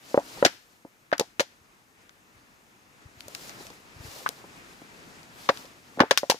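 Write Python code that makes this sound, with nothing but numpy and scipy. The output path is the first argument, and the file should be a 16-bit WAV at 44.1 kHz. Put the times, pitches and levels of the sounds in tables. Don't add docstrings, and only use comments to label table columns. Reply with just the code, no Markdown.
import sys
import numpy as np
from scipy import signal
from scipy.io import wavfile

SR = 44100
rng = np.random.default_rng(int(sys.argv[2]) if len(sys.argv) > 2 else 0)


def digitize_waveform(pressure):
    field = np.atleast_2d(pressure).T
    bounded = np.clip(field, -1, 1)
    quanta = np.round(bounded * 32767).astype(np.int16)
    wavfile.write(sys.argv[1], SR, quanta)


N = 281786


def panel_pops(motion):
    # t/s, peak level/dB, panel f/Hz
    pops = [(0.1441, -7.5, 544), (0.1757, -5, 570), (0.426, -5.5, 557), (0.4442, -21, 550),
            (0.4512, -8, 675), (0.4596, -11.5, 351), (0.8496, -34, 313), (1.1268, -8.5, 665),
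            (1.1961, -16, 535), (1.2088, -14, 496), (1.396, -17.5, 432), (1.4052, -13.5, 567),
            (3.282, -36, 611), (3.606, -36.5, 377), (3.7033, -35, 490), (4.2618, -20.5, 1174),
            (4.29, -34, 466), (4.4414, -36, 435), (4.817, -38, 304), (5.4907, -6, 1130),
            (5.4957, -9.5, 550), (5.974, -28.5, 273), (5.9871, -25.5, 576), (5.994, -18.5, 1080),
            (6.0025, -3, 1100), (6.0057, -6, 284), (6.0189, -11.5, 563), (6.0346, -13, 436),
            (6.1098, -10.5, 955), (6.112, -8.5, 600), (6.1748, -18, 1120), (6.2325, -16, 595),
            (6.2982, -10.5, 550), (6.2995, -12.5, 1050), (6.32, -16, 870), (6.344, -25.5, 510)]
    # f/Hz, relative level/dB, t60/s
    wall_modes = [(295.8, -5, 0.077), (476, -4, 0.008), (560, 6, 0.029), (698, 3.5, 0.034),
                  (818, 10.5, 0.013), (960, -10.5, 0.043), (1360, -16.5, 0.014), (1660, -31, 0.031),
                  (1860, -13.5, 0.055), (2250, -30, 0.089)]
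    low_hz, high_hz = 370, 900
    faint = [(s, db, low_hz * (high_hz / low_hz) ** draw) for s, db, draw in faint_events(motion, -41)]
    events = list(pops) + faint
    out, t = np.zeros((2, N)), np.arange(SR // 5) / SR
    strengths_db = rng.normal(0, 3, (len(events), len(wall_modes)))
    for (s, peak_db, hz), chance_db in zip(events, strengths_db):
        flip_time = t * hz * 20.3
        flip = np.gradient(flip_time ** 2 * np.exp(-flip_time))
        jolts = rng.standard_normal(len(t)) * amp(-30.5 - 60 * t / 0.081)
        push = flip + np.convolve(jolts, flip[:SR // 100])[:len(t)]
        shaken_db = chance_db - 4 * np.abs(np.log2(np.array(wall_modes)[:, 0] / hz))
        wall = sum(amp(db + shake_db) * ring(push, mode_hz, t60)
                   for (mode_hz, db, t60), shake_db in zip(wall_modes, shaken_db))
        swing = ring(flip, hz, t60=1.9 / hz) * hz / 1500
        pop = ring(swing, hz, t60=0.023) + amp(-3.5) * wall
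        add(out, s, np.tile(pop, (2, 1)), peak_db, pan_db=0.86)
    return out


def crease_snaps(motion):
    # t/s, peak level/dB, tilt/(dB per octave), t60/s
    snaps = [(0.4266, -15, -12, 0.017), (0.4497, 1, 5.5, 0.056), (0.4588, -9, 1.5, 0.055),
             (1.1173, -20.5, -8, 0.0076), (1.1271, -15.5, -5.5, 0.055), (1.1806, -23, 9.5, 0.016),
             (1.196, -9.5, 8, 0.043), (1.3965, -6.5, 2.5, 0.031), (1.404, -10, 7, 0.064),
             (2.094, -35, 0.5, 0.0056), (3.2065, -28, 6.5, 0.01), (3.2826, -20, 15, 0.0078),
             (3.3493, -21.5, 8.5, 0.019), (3.4946, -23, 4.5, 0.0064), (3.6679, -29.5, 7, 0.014),
             (3.7023, -33, 10, 0.02), (4.2619, -14.5, -12, 0.045), (4.2901, -6.5, 12.5, 0.0067),
             (5.4898, -8.5, -1, 0.05), (5.5735, -22, 7, 0.0073), (5.994, -17, -10, 0.017),
             (6.0028, -7, -4.5, 0.058), (6.1099, -4.5, 3, 0.033), (6.175, -6, 9, 0.055),
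             (6.299, -3.5, 8, 0.057)]
    # f/Hz, relative density/dB
    spectrum = [(590, -36), (1000, -9), (1570, 3), (2080, -3.5), (5500, -11), (7100, -19.5), (7980, -26),
                (14100, -38), (16000, -42)]
    tick_tilt_db, tick_t60 = 8.5, 0.023
    splutter_db, alike = 5.5, 0.42
    ticks = [(s, db, tick_tilt_db, tick_t60) for s, db, _ in faint_events(motion, -38)]
    out, t = np.zeros((2, N)), np.arange(SR // 4) / SR
    hz = np.fft.rfftfreq(1024, 1 / SR)
    for s, peak_db, tilt_db, t60 in list(snaps) + ticks:
        colour_db = at_hz(spectrum, hz + 1) + tilt_db * np.log2(np.maximum(hz, 1000) / 3000)
        squared_colour = signal.firwin2(255, hz, amp(2 * colour_db), fs=SR)
        colour = signal.minimum_phase(squared_colour, n_fft=4096)
        common, left, right = rng.standard_normal((3, len(t)))
        slips = amp(splutter_db * np.repeat(rng.standard_normal(len(t) // 40 + 1), 40)[:len(t)])
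        splutter = slips * amp(-60 * t / t60)
        tail = amp(-25.5 - 60 * t / (7.5 * t60))
        crack = common * amp(12) * np.exp(-t / 0.00011)
        noise = alike * common + np.sqrt(1 - alike ** 2) * np.array([left, right])
        snap = signal.lfilter(colour, 1, crack + (splutter + tail) * noise)
        add(out, s, snap, peak_db, pan_db=3)
    return out


def faint_events(motion, db, count=10, spread_db=3):
    when, size, draw = rng.random((count, 3)).T
    effort = np.cumsum(motion ** 2)
    times = np.searchsorted(effort[:-SR // 10] / effort[-SR // 10], when) / SR
    return zip(times, db + spread_db * (2 * size - 1), draw)


def arm_motion():
    # t/s on reaching full speed, hold/s, relative level/dB
    strokes = [(0.106, .03, -50), (0.283, .12, -49), (.68, .04, -66), (3.217, .1, -59.5), (3.362, .11, -49),
               (3.6, .08, -54), (4.078, .15, -47.5), (4.453, .8, -62.5), (5.423, .16, -51.5),
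               (5.753, 0.48, -63)]
    rise_db_per_s, fall_db_per_s = 129, 75
    t = np.arange(N) / SR
    gains = [amp(db - rise_db_per_s * np.maximum(s - t, 0) - fall_db_per_s * np.maximum(t - s - hold, 0))
             for s, hold, db in strokes]
    return np.max(gains, axis=0)


def sleeve_rustle(motion):
    # f/Hz, relative density/dB
    spectrum = [(120, -37.5), (200, -19.5), (328, -7), (432, -11), (671, -9.5), (2090, -14.5),
                (5130, -11.5), (11100, -23), (14600, -19), (16000, -40.5)]
    return banded_noise(spectrum, patchy_db=1.2, flicker_hz=25) * motion


def grip_thuds():
    # t/s, peak level/dB
    thuds = [(1.608, -53.5), (2.357, -53), (3.053, -39), (3.169, -47.5), (3.257, -46.5), (3.959, -40),
             (3.998, -35), (4.046, -37), (4.076, -40.5)]
    thud_hz = 105
    out, t = np.zeros((2, N)), np.arange(SR // 5) / SR
    press = np.sin(np.pi * np.minimum(t * thud_hz, 1)) ** 2
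    bump = ring(np.gradient(press), thud_hz, t60=0.021)
    for s, peak_db in thuds:
        add(out, s, np.tile(bump, (2, 1)), peak_db, pan_db=4)
    return out


def distant_road():
    # f/Hz, relative density/dB
    spectrum = [(18, -35), (30, 11.5), (48, -5), (297, -4.5), (552, -10), (955, -8.5), (1950, -9),
                (2360, -11.5), (4000, -21.5), (5080, -18.5), (9000, -26), (11700, -69), (19800, -120)]
    # t/s, relative level/dB
    swells = [(0, -60), (.4, -48.5), (.6, -64.5), (2.9, -60), (3.6, -50), (3.8, -55), (4.2, -52.5),
              (5.7, -53), (6.39, -63)]
    times, level_db = np.transpose(swells)
    gain = amp(np.interp(np.arange(N) / SR, times, level_db))
    return banded_noise(spectrum, patchy_db=1, flicker_hz=10) * gain


def whines():
    # f/Hz, rms level/dB
    tones = [(6460, -82), (7806, -94.5)]
    t = np.arange(N) / SR
    waver = amp(2 * drift(4))
    return waver * sum(np.sqrt(2) * amp(db) * np.sin(2 * np.pi * hz * t) for hz, db in tones)


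def microphone_hiss():
    # f/Hz, relative density/dB
    spectrum = [(940, -31.5), (1600, -17), (6590, -9), (8470, -11), (14400, -10), (16000, -23.5)]
    return banded_noise(spectrum, patchy_db=0.4, flicker_hz=5) * amp(-73)


def banded_noise(spectrum, patchy_db, flicker_hz):
    # f/Hz, left-right correlation
    likeness = [(60, -0.093), (180, 1), (550, 0.39), (1650, -0.45), (4970, 0.51), (15000, 0.29)]
    out, together = 0, drift(flicker_hz / 2)
    edges = 30 * 2 ** np.arange(0, 9.6, .5)
    edges = edges[(edges > spectrum[0][0]) & (edges < 1.5 * spectrum[-1][0])]
    white = rng.standard_normal((2, 2, N))
    for k, (low, high) in enumerate(zip(edges, edges[1:])):
        band = signal.butter(2, [low, high], "band", fs=SR, output="sos")
        mid, side = signal.sosfilt(band, white[k % 2])
        hz = np.sqrt(low * high)
        alike = np.clip(at_hz(likeness, hz), -1, 1)
        gain = amp(at_hz(spectrum, hz) + patchy_db * (together + drift(flicker_hz)))
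        out = out + gain * (np.sqrt(1 + alike) * mid + np.sqrt(1 - alike) * side * [[1], [-1]])
    return rms_one(out)


def amp(db):
    return 10 ** (np.asarray(db) / 20)


def rms_one(x):
    return x / np.sqrt(np.mean(x ** 2) + 1e-20)


def at_hz(points, hz):
    table_hz, values = np.transpose(points)
    return np.interp(np.log(hz), np.log(table_hz), values)


def drift(rate_hz):
    pole = np.exp(-80 * np.pi * rate_hz / SR)
    slow = signal.lfilter([1], [1, -2 * pole, pole * pole], rng.standard_normal(N // 40 + 2002))[2000:]
    return np.interp(np.arange(N) / 40, np.arange(len(slow)), rms_one(slow))


def ring(push, hz, t60):
    radius, angle = amp(-60 / (t60 * SR)), 2 * np.pi * hz / SR
    return signal.lfilter([0, np.sin(angle)], [1, -2 * radius * np.cos(angle), radius * radius], push)


def add(track, s, sound, peak_db, pan_db):
    start = round(s * SR)
    sound = sound[:, :N - start] / np.abs(sound.mean(axis=0)).max()
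    track[:, start:start + sound.shape[1]] += sound * amp(peak_db + pan_db * np.array([[.5], [-.5]]))


def ports(near, lag_s, shade_hz=8600):
    left, right = near
    late = np.interp(np.arange(N) - lag_s * SR, np.arange(N), right)
    return np.array([left, signal.lfilter(*signal.butter(1, shade_hz, fs=SR), late)])


def scene():
    motion = arm_motion()
    noises = sleeve_rustle(motion) + distant_road() + microphone_hiss()
    lean_left = amp([[3.5], [1.5]])
    panels = ports(panel_pops(motion), lag_s=0.00015)
    creases = ports(crease_snaps(motion), lag_s=0.0003065)
    return panels + creases + grip_thuds() + noises * lean_left + whines()


def record(dry):
    bass_cut_hz, top_cut_hz = 64, 16800
    heard = signal.sosfilt(signal.butter(2, bass_cut_hz, "high", fs=SR, output="sos"), dry)
    clipped = np.clip(heard, -.95, .95)
    return signal.sosfilt(signal.cheby2(14, 90, top_cut_hz, fs=SR, output="sos"), clipped)


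dry = scene()
out = record(dry)
digitize_waveform(out)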